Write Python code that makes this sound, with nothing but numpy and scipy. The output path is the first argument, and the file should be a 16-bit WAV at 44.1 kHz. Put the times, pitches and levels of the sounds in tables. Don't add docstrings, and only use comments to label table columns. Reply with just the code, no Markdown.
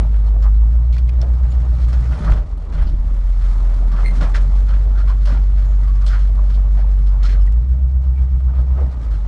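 import sys
import numpy as np
from scipy import signal
from scipy.io import wavfile

SR = 44100
rng = np.random.default_rng(int(sys.argv[2]) if len(sys.argv) > 2 else 0)


def voltage_ratio(level):
    return 10 ** (np.asarray(level, float) / 20)


def to_wav(s):
    ch = np.atleast_2d(s).T
    pcm = np.round(np.clip(ch, -1, 1) * 32767)
    wavfile.write(sys.argv[1], SR, pcm.astype(np.int16))


N = 408807
TIME = np.arange(N) / SR


def rms_one(x):
    return x / np.sqrt(np.mean(x ** 2) + 1e-20)


def in_time(rows):
    s, *columns = np.transpose(rows)
    return [np.interp(TIME, s, c) for c in columns]


def swell(centre, half):
    first, last = round((centre - 3 * half) * SR), round((centre + 3 * half) * SR)
    span = slice(max(first, 0), last)
    return span, np.exp(-((TIME[span] - centre) / half) ** 2)


def bells(rows):
    out = np.zeros((len(rows[0]) - 2, N))
    for centre, half, *heights in rows:
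        span, bell = swell(centre, half)
        out[:, span] += np.outer(heights, bell)
    return out


def drift(rate, count=N):
    r = np.exp(-80 * np.pi * rate / SR)
    noise = rng.standard_normal(N // 40 + 2002)
    slow = signal.lfilter([1], [1, -2 * r, r * r], noise)[2000:]
    return np.interp(np.linspace(0, N / 40, count), np.arange(len(slow)), rms_one(slow))


def sine(turns):
    return np.sqrt(2) * np.cos(2 * np.pi * turns)


def band(x, low_hz, high_hz):
    return signal.sosfilt(signal.butter(2, [low_hz, high_hz], "band", fs=SR, output="sos"), x)


def resonate(x, hz, width):
    r = np.exp(-np.pi * width / SR)
    top = (1 - r * r) / 2
    return signal.lfilter([top, 0, -top], [1, -2 * r * np.cos(2 * np.pi * hz / SR), r * r], x)


def coloured(spectrum, patchy_db, flicker_rate, grain_db):
    hz, level_db = np.transpose(spectrum)
    edges = hz[0] * 2 ** np.arange(0, np.log2(min(hz[-1], 13500) / hz[0]), 1 / 3)
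    white = rng.standard_normal((2, N)) * voltage_ratio(grain_db * drift(91))
    out, together = 0, drift(flicker_rate)
    for k, (low, high) in enumerate(zip(edges, edges[1:])):
        mean_db = np.interp(np.log(low * high) / 2, np.log(hz), level_db)
        flicker_db = patchy_db * (1.51 * together + drift(flicker_rate))
        out = out + voltage_ratio(mean_db + flicker_db) * band(white[k % 2], low, high)
    return rms_one(out)


# time in seconds, firings per second.
SPEED = [(0.0, 52.45), (0.47, 50.07), (0.81, 58.47), (1.34, 60.6), (2.0, 58.59), (2.13, 60.85),
         (2.27, 51.68), (2.66, 41.88), (2.79, 45.44), (3.6, 42.9), (4.35, 43.67), (4.65, 48.12),
         (7.46, 47.85), (7.65, 61.56), (7.8, 63.91), (8.91, 63.93), (9.09, 51.1), (9.27, 46.15)]
# centre in seconds, half length in seconds,
# extra firings per second.
SPEED_WAVERS = [
    (6.05, .2, -.4),
    (6.7, .25, .68),
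    (7.27, .13, -1.17),
    (8.0, .3, .36),
    (8.53, .14, -1.13),
    (8.8, .07, 1.85),
]


def engine_speed():
    return in_time(SPEED)[0] + bells(SPEED_WAVERS)[0]


# multiple of the cycle rate, level in dB at low revs, level in dB at high revs.
UNEVEN = [(3, -51, -46), (4, -51, -45), (5, -49, -41), (6, -48, -34), (7, -35, -25), (9, -34, -29),
          (10, -40, -36), (11, -38, -44), (12, -42, -45), (13, -44, -46), (14, -53, -45), (15, -53, -42),
          (17, -48, -42), (18, -43, -47), (19, -45, -43), (20, -48, -52), (21, -45, -47), (22, -49, -53),
          (23, -46, -52), (24, -51, -57), (25, -50, -61)]
LOW_REVS_HZ, HIGH_REVS_HZ = 49, 58
# firing tone in Hz, its level in dB, its octave's level in dB.
CAB = [(43, -12.0, -55), (46, -11.0, -39), (48, -11.0, -38), (52, -11.4, -35.5), (56, -11.8, -34),
       (59.5, -13.8, -31.5), (64, -13.5, -34.5)]
# time in seconds, level in dB.
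THROTTLE = [
    (2.09, -1),
    (2.18, -10),
    (2.67, -12),
    (2.76, -6),
    (3.45, -0.5),
    (8.82, 0.0),
    (9.0, -10),
    (9.13, -3.5),
    (9.27, -6),
]
# centre in seconds, half length in
# seconds, change in dB.
BOOM_SWINGS = [(.55, 0.14, 2), (1.1, 0.94, 2), (2.31, 0.041, 15.5), (2.41, 0.02, 5.5), (2.37, .012, -6),
               (2.47, 0.02, -10), (2.66, .03, -2), (2.53, .03, 4.5), (2.815, 0.022, 7.5), (4.5, 0.12, 1),
               (7.42, 0.097, 1.7)]


def engine(firing_hz, firings):
    throttle_db, = in_time(THROTTLE)
    hz, tone_db, octave_db = np.transpose(CAB)
    tone_db = np.interp(firing_hz, hz, tone_db) + throttle_db + bells(BOOM_SWINGS)[0]
    octave_db = np.interp(firing_hz, hz, octave_db) + 0.67 * throttle_db
    revs = np.clip((firing_hz - LOW_REVS_HZ) / (HIGH_REVS_HZ - LOW_REVS_HZ), 0, 1)
    effort_db = .6 * np.minimum(tone_db + 12, 0)
    revs, effort_db, cycles = revs[::16], effort_db[::16], firings[::16] / 8
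    points = len(revs)
    throb = 0
    for order, low_db, high_db in UNEVEN:
        from_firing = abs(order - 8)
        wander = .02 * min(from_firing, 5) * drift(.5, points)
        level_db = low_db + revs * (high_db - low_db) + effort_db + 1.5 * drift(1.5, points) + .5
        start = .1 if from_firing < 3 else rng.random()
        throb = throb + voltage_ratio(level_db) * sine(order * cycles + start + wander)
    tone = voltage_ratio(tone_db) * sine(firings - .05)
    octave = voltage_ratio(octave_db) * sine(2 * firings - .4)
    return tone + octave + signal.resample_poly(throb, 16, 1)[:N]


# time in seconds, level in dB.
RIDE = [(.07, 1), (.8, -2), (1.42, 3), (1.86, 4.5), (2.22, 8.5), (2.5, -1), (2.81, 5.5), (3.33, -1),
        (4.16, 8), (4.49, 4), (5.27, 1), (5.4, 0), (7.2, 0), (7.92, -2.5), (8.85, 3), (9.27, 2.5)]
# centre in seconds, half length in seconds, dB more in the chassis, dB more in the body.
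RUTS = [
    (0.0, 0.061, 9, 11.5),
    (2.34, 0.097, 13.5, 6.5),
    (4.24, 0.044, 8, 6.5),
    (4.1, 0.38, -2, -0.5),
    (5.32, 0.041, -.5, 9.5),
    (7.3, 0.097, -1.5, 4.5),
    (7.5, 0.35, 6, -1),
    (8.83, 0.048, -4, 3),
]
# frequency in Hz, dB per Hz.
RUMBLE = [(10, -14), (25, -7), (40, -3), (55, -1), (75, -2), (90, -10), (130, -13), (165, -17), (200, -30)]
GROWL = [(140, -2.5), (180, 1), (250, -6.5), (350, -12.5), (450, -26)]
ROAR = [(240, -27.5), (400, -3), (512, -6), (638, -8), (752, -2.5), (1060, -8), (1380, -15.5), (1650, -19),
        (8210, -42), (10700, -61), (13900, -73), (22000, -120)]


def chassis(firings):
    rough_db, = in_time(RIDE)
    chassis_db, body_db = bells(RUTS)
    rumble_db = -34.5 + 0.81 * rough_db + chassis_db
    growl_db = -44.4 + 0.98 * rough_db + body_db
    roar_db = -51 + rough_db + body_db
    rumble = voltage_ratio(rumble_db) * coloured(RUMBLE, patchy_db=1.5, flicker_rate=9.7, grain_db=1.5)
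    growl = voltage_ratio(growl_db) * coloured(GROWL, patchy_db=0.9, flicker_rate=33.0, grain_db=2.0)
    roar = coloured(ROAR, patchy_db=1.5, flicker_rate=9.0, grain_db=1.2)
    roar = roar + voltage_ratio(5) * resonate(roar, 600, 42) + voltage_ratio(2.5) * resonate(roar, 1250, 40)
    puffs = 1 + .2 * sine(firings + .3)
    return rumble + puffs * (growl + voltage_ratio(roar_db) * roar)


# time in seconds, level in dB.
BRUSH = [(0.0, -59), (0.98, -61.5), (1.81, -55), (2.22, -52), (2.37, -62.5), (2.61, -61.5), (3.36, -58),
         (3.44, -52), (3.95, -56.5), (4.16, -49.5), (4.85, -57.5), (5.83, -57), (6.12, -55.5),
         (7.07, -59.5), (7.25, -56.5), (7.67, -64), (8.44, -63.5), (9.27, -57.5)]
# frequency in Hz, dB per Hz.
LEAVES = [(710, -31.5), (1200, -2), (1760, -11), (2020, -10), (2540, -17.5), (4390, -16), (8800, -25),
          (9910, -25), (10700, -39.5), (13900, -65), (22000, -120)]
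# frequency in Hz, width in Hz, level in dB.
BODY_RINGS = [(1950, 40, -4), (2440, 30, -3), (3160, 60, -4), (3470, 35, -2), (4230, 80, -5)]


def leaves(firings):
    brush_db, = in_time(BRUSH)
    brush = voltage_ratio(brush_db + 3.5) * coloured(LEAVES, patchy_db=1.15, flicker_rate=20.0, grain_db=-0.5)
    brush = brush + sum(voltage_ratio(db) * resonate(brush, hz, width) for hz, width, db in BODY_RINGS)
    return brush * (1 + 0.15 * sine(firings))


def chatter(firings):
    rough_db, = in_time(RIDE)
    touches_per_s = 260 * voltage_ratio(4.0 * drift(6)) * (1 + .6 * np.cos(2 * np.pi * firings))
    strength = voltage_ratio(2.0 * np.minimum(rng.exponential(1, N), 4)) * rng.choice([-1, 1], N)
    touches = (rng.random(N) < touches_per_s / SR) * strength
    dealt = rng.integers(0, 30, N)
    pitches = np.geomspace(260, 4200, 30) * rng.uniform(.96, 1.04, 30)
    rings = 0
    for k, hz in enumerate(pitches):
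        ring = resonate(touches * (dealt == k) + 1e-18, hz, 2.2 * hz / 45)
        slope_db = -6.5 * np.log2(hz / 600) * (hz > 600)
        rings = rings + voltage_ratio(slope_db) * rms_one(ring)
    return voltage_ratio(-55 + rough_db) * rms_one(rings)


# centre in seconds, half length in seconds, frequency in Hz, level in dB.
JOLTS = [(2.13, 0.035, 147, -24), (2.22, 0.063, 154, -29.5), (2.32, 0.027, 146, -24),
         (2.334, 0.021, 30, -10), (2.78, 0.045, 150, -27), (2.09, .03, 118, -26), (2.38, .03, 85, -26),
         (2.42, .05, 145, -33), (2.92, .03, 145, -31), (2.95, .025, 98, -27), (3.95, .03, 170, -33),
         (4.5, .03, 160, -34), (5.33, .04, 210, -38), (6.5, .06, 230, -41), (2.85, 0.12, 10, -21),
         (2.935, 0.0084, 118, -20.5), (4.12, 0.026, 177, -30), (4.23, 0.021, 150, -24),
         (1.97, .1, 135, -32), (7.56, .06, 114, -32), (7.44, .06, 87, -33.5), (0.0491, .06, 155, -36)]


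def jolts():
    out = np.zeros(N)
    for centre, half, hz, level_db in JOLTS:
        span, bell = swell(centre, half)
        out[span] += voltage_ratio(level_db) * bell * np.cos(2 * np.pi * hz * (TIME[span] - centre))
    return out


# time in seconds, peak in dB.
TICKS = [(.104, -50), (.1989, -49), (.2818, -47), (.5334, -48), (.7063, -49), (.8564, -54), (1.1374, -49),
         (1.3104, -46.5), (2.1231, -38), (2.3134, -31), (2.9981, -44.5), (5.4694, -46), (6.9676, -43),
         (7.4194, -44), (7.4304, -47), (7.453, -45.5), (7.4652, -34), (7.4774, -45.5), (7.4884, -49),
         (7.5233, -35.5), (7.5354, -45), (7.6859, -46), (8.0915, -52), (8.2294, -48), (8.5235, -50),
         (8.6143, -43), (8.9251, -49), (9.1824, -44)]


def ticks():
    late_s, tail_db, t60_s = .0012, -27, .012
    age = np.arange(round(.05 * SR)) / SR
    click = band(signal.unit_impulse(len(age)), 500, 8500)
    fizz = rms_one(band(rng.standard_normal(N), 1500, 9000))
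    out = np.zeros(N)
    for s, peak_db in TICKS:
        start = round((s + late_s) * SR)
        span = slice(start, start + len(age))
        tail = voltage_ratio(tail_db - 60 * age / t60_s) * fizz[span]
        out[span] += voltage_ratio(peak_db + 1.5) * (click / click.max() + tail)
    return out


# frequency in Hz, width in Hz, level in dB.
PANELS = [(592, 70, 5), (1400, 400, 3), (3200, 300, 0), (4230, 200, 0), (5350, 120, 0)]


def panels(x):
    return x + sum(voltage_ratio(level_db) * resonate(x, hz, width) for hz, width, level_db in PANELS)


def rattle():
    strength = voltage_ratio(2.3 * np.minimum(rng.exponential(1, N), 4)) * rng.choice([-1, 1], N)
    clicks = (rng.random(N) < 2500.0 / SR) * strength
    dealt = rng.integers(0, 16, N)
    rings = 0
    for k, hz in enumerate(np.geomspace(550, 9000, 16)):
        rings = rings + resonate(clicks * (dealt == k) + 1e-18, hz, hz / 16)
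    scrape = voltage_ratio(8.0) * rng.standard_normal(N) * voltage_ratio(0.52 * drift(300))
    return panels(rms_one(rings) + scrape)


# time in seconds, peak in dB, thud in dB, seconds to fade by 60 dB.
SNAPS = [(.1429, -50.5, 16, 0.048), (0.1642, -40.5, -2, 0.024), (.7562, -48.5, 7.5, 0.078),
         (.982, -33, -2, 0.07), (1.0784, -44, -16, .047), (1.092, -33.5, 0.5, .033),
         (1.2155, -29.5, -23, 0.016), (1.518, -40.5, -5, 0.096), (2.3014, -36.5, -10, 0.12),
         (2.3202, -34, 13.5, 0.029), (2.574, -47, -1, 0.09), (2.8184, -42, 0, 0.18),
         (4.165, -36.5, 2, .044), (5.256, -29, 0, .1), (5.8806, -42, 4, 0.035), (6.0643, -26.5, -2.5, 0.15),
         (6.349, -45.5, -10, .087), (6.988, -44, -1, .12), (8.404, -54, 16, 0.04)]
KNOCKS = [
    (.9665, -37, 1, 0.017),
    (1.9295, -35, 7, .1),
    (2.3342, -35, -14, 0.08),
    (7.2315, -30, -19, 0.14),
]
# time in seconds, peak in dB, drag in seconds.
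DRAGS = [(.2588, -44.5, 0.025), (0.9228, -35.5, 0.024), (1.4785, -47.5, 0.045), (1.8143, -38.5, 0.032),
         (1.886, -44, 0.029), (2.1694, -44, .035), (2.867, -41.5, .035), (4.342, -26, .016),
         (4.5504, -40.5, .023), (6.0104, -40, 0.009), (6.077, -37, .07), (6.268, -44.5, 0.01),
         (6.5394, -37.5, 0.015), (7.248, -31.5, 0.021), (7.289, -36, 0.045)]
# time in seconds, peak in dB, thud in dB, drag in seconds.
BOUGHS = [(.4207, -38, 4, 0.022), (1.2146, -40, 9, 0.013), (2.1106, -42, 11.5, 0.042),
          (2.2173, -41, 10.5, .032), (2.2432, -36.5, 3, .025), (2.359, -42.5, 10, .027),
          (2.7227, -40.5, 8.5, 0.029), (2.775, -48.5, 17, 0.056), (3.407, -46, 9, .052),
          (3.9146, -39.5, 8.5, .023), (3.96, -45, 14, .054), (4.2064, -32, 12, 0.031),
          (4.3548, -37, 14.5, 0.014), (4.682, -38.5, 8.5, .027), (4.734, -57, 25.5, 0.013),
          (4.9723, -40, 9.5, .035), (5.0746, -39, 10.5, 0.032), (5.2707, -37, 6.5, .041),
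          (5.3174, -47, 14.5, 0.056), (5.5747, -43.5, 9.5, 0.032), (5.6194, -49.5, 5, .027),
          (5.8341, -49, 9, .066), (6.1314, -49, 18, 0.041), (6.1894, -40.5, 1.5, .039),
          (6.4958, -39, 6.5, 0.014), (6.769, -45.5, 11.5, 0.039), (7.0624, -39, 2.5, .018),
          (8.15, -52, 3, .05), (8.5494, -47.5, 5.5, .058), (9.11, -43.5, 6.5, 0.046)]
SNAP_TREBLE_DB, KNOCK_TREBLE_DB, DRAG_TREBLE_DB = -6.5, -19, -13
MIDDLING_DB, DULLING_PER_DB = -41.5, 0.67


def whips():
    noise, tick = rattle(), signal.unit_impulse(round(.3 * SR))
    edges = (450, 2200), (1700, 5500), (5000, 11500)   # thud, middle, treble in Hz
    parts = [rms_one(band(noise, *edge)) for edge in edges]
    clicks = [band(tick, *edge) for edge in edges]
    clicks = [click / click.max() for click in clicks]
    # start, peak, thud, treble, hold s, rise s, fade s, rattle level dB, hard tick
    blows = []
    for rows, treble_db in ((SNAPS, SNAP_TREBLE_DB), (KNOCKS, KNOCK_TREBLE_DB)):
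        for s, peak_db, thud_db, t60 in rows:
            blows.append((s, peak_db, thud_db, treble_db, .001, .0004, t60, -9.0, .9))
    branches = BOUGHS + [(s, peak_db, -4, drag) for s, peak_db, drag in DRAGS]
    for s, peak_db, thud_db, drag in branches:
        blows.append((s, peak_db, thud_db, DRAG_TREBLE_DB, drag, .003, .11, -11.0, 0))
    out = np.zeros(N)
    for s, peak_db, thud_db, treble_db, hold, rise, t60, crest_db, hard in blows:
        span = slice(round(s * SR), round(s * SR) + len(tick))
        age = TIME[span] - s
        treble_db = treble_db - DULLING_PER_DB * (peak_db - MIDDLING_DB) + 1
        fade_in = np.clip(age / rise, 0, 1)
        for part, click, part_db, last in zip(parts, clicks, (thud_db, 0, treble_db), (1.4, 1, .8)):
            tail_db = crest_db - 60 * np.maximum(age - hold, 0) / (t60 * last + .004)
            rattling = voltage_ratio(tail_db) * fade_in * part[span]
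            out[span] += voltage_ratio(peak_db + part_db) * (rattling + hard * click[:len(age)])
    return out


# centre in seconds, half length in seconds, frequency in Hz, level in dB.
GROANS = [(.36, 0.071, 310, -44), (0.456, 0.03, 820, -37.5), (1.3, 0.062, 275, -45), (3.6, 0.16, 730, -46),
          (.968, 0.0033, 1650, -37.5), (.983, 0.0035, 2050, -39), (1.095, .0042, 2130, -39.5),
          (2.128, .01, 2150, -47), (2.875, .015, 4600, -53), (4.377, 0.0056, 1400, -38),
          (1.2175, 0.002, 5370, -34), (1.55, 0.025, 780, -49), (2.294, 0.07, 990, -37.5),
          (2.716, 0.015, 543, -39.5), (4.25, 0.047, 720, -34.5), (4.354, 0.0096, 1480, -29),
          (5.307, 0.034, 980, -42), (6.14, .049, 1280, -39), (7.29, 0.066, 1690, -42),
          (8.57, .032, 810, -48.5), (7.15, .08, 756, -48), (8.8, 0.027, 1010, -42.5), (8.62, .08, 330, -46),
          (4.87, .05, 400, -46), (.8, .08, 620, -50), (8.803, 0.035, 380, -32.5)]
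CREAKS = [(.945, 0.017, 2270, -51), (1.084, .005, 2100, -50), (2.127, .008, 750, -42),
          (2.243, .008, 1220, -41), (2.28, 0.017, 1220, -39), (2.79, .012, 2050, -46),
          (7.415, .015, 2990, -59), (1.23, .04, 300, -39.5), (1.231, 0.048, 570, -39),
          (3.946, 0.031, 1150, -40), (3.996, 0.022, 1230, -35.5), (4.704, 0.031, 1370, -41),
          (5.002, 0.057, 1370, -43), (5.115, 0.036, 1040, -40.5), (6.035, 0.023, 1200, -45.5),
          (6.391, .015, 1070, -40), (5.7, .1, 6800, -67), (6.787, 0.013, 617, -39.5),
          (7.252, 0.014, 1370, -37), (7.238, .01, 800, -41), (7.25, .02, 4200, -49),
          (7.243, .01, 5300, -51), (7.39, .012, 1450, -52), (8.18, .025, 2300, -57), (8.79, .02, 1100, -45),
          (5.13, .025, 800, -46), (1.55, .02, 700, -47), (.63, .01, 900, -48), (2.75, .02, 1050, -46),
          (4.25, .025, 600, -40), (6.14, .02, 1400, -44), (7.32, .025, 4250, -53), (1.515, .012, 7000, -55),
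          (.43, .015, 7200, -59), (6.07, .015, 8000, -53), (7.48, 0.011, 1950, -48.5),
          (8.497, .013, 1310, -46.5), (8.5, 0.014, 780, -45)]
SQUEALS = [
    (5.89, 0.022, 1150, -44),
    (5.855, .015, 1200, -50),
    (5.96, .03, 1130, -51),
    (5.84, .015, 1980, -54),
    (6.13, .03, 4200, -58),
    (6.12, .02, 4970, -57),
    (7.1, .012, 4970, -62),
    (7.425, .015, 5230, -60),
]


def creaks():
    slips = (rng.random(N) < 2500.0 / SR) * rng.standard_normal(N) + 1e-18
    out = np.zeros(N)
    for rows, width_hz in ((CREAKS, 113), (GROANS, 455), (SQUEALS, 29)):
        for centre, half, hz, level_db in rows:
            span, bell = swell(centre, half)
            ring = resonate(slips[span], hz, 2.3 * width_hz)
            ring = resonate(ring, hz, 2.3 * width_hz)
            out[span] += voltage_ratio(level_db) * bell * rms_one(band(ring, hz / 3, 1.8 * hz))
    return out


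# time in seconds, shaft in Hz, shaft level in dB, axle in Hz, axle level in dB.
SHUDDER = [
    (2.2, 28, -68, 72.93, -73),
    (2.45, 29.1, -54, 70.3, -32.5),
    (2.9, 28.77, -23, 71.6, -27),
    (3.4, 28.06, -30, 75.1, -41),
    (3.8, 29.96, -38, 61.5, -53),
    (4.2, 29.5, -45, 61, -29),
    (4.5, 28.5, -65, 63.7, -65),
]


def driveline():
    shaft_hz, shaft_db, axle_hz, axle_db = in_time(SHUDDER)
    shaft = voltage_ratio(shaft_db) * sine(np.cumsum(shaft_hz + 0.32 * drift(3.2)) / SR)
    axle = voltage_ratio(axle_db) * sine(np.cumsum(axle_hz + 0.5 * drift(3.2)) / SR)
    return shaft + axle


# centre in seconds, half length in seconds, slips per second, level in dB.
SQUEAKS = [
    (4.072, .021, 2090, -33),
    (4.11, .012, 2100, -43),
]
SQUEAK_OVERTONES_DB = [-10, -27, -21, -18]


def squeaks():
    out, grip, wobble = np.zeros(N), drift(250), drift(250)
    for centre, half, hz, level_db in SQUEAKS:
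        span, bell = swell(centre, half)
        turns = np.cumsum(hz * (1 + .015 * wobble[span])) / SR
        overtones = sum(voltage_ratio(db) * sine((k + 2) * turns) for k, db in enumerate(SQUEAK_OVERTONES_DB))
        tone = sine(turns) + bell * overtones
        out[span] += voltage_ratio(level_db + 4.0 * grip[span]) * bell * tone
    return out


def scene():
    firing_hz = engine_speed()
    firings = np.cumsum(firing_hz) / SR
    machine = engine(firing_hz, firings) + chassis(firings) + jolts() + driveline()
    plants = leaves(firings) + ticks() + whips()
    trim = chatter(firings) + creaks() + squeaks()
    return (machine + plants + trim)[None]


def low_pass(x):
    return signal.sosfilt(signal.butter(12, 10810, fs=SR, output="sos"), x)


def record(dry):
    cut = signal.sosfilt(signal.cheby2(16, 50, 11000, fs=SR, output="sos"), dry)
    return low_pass(cut)


dry = scene()
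out = record(dry)
to_wav(out)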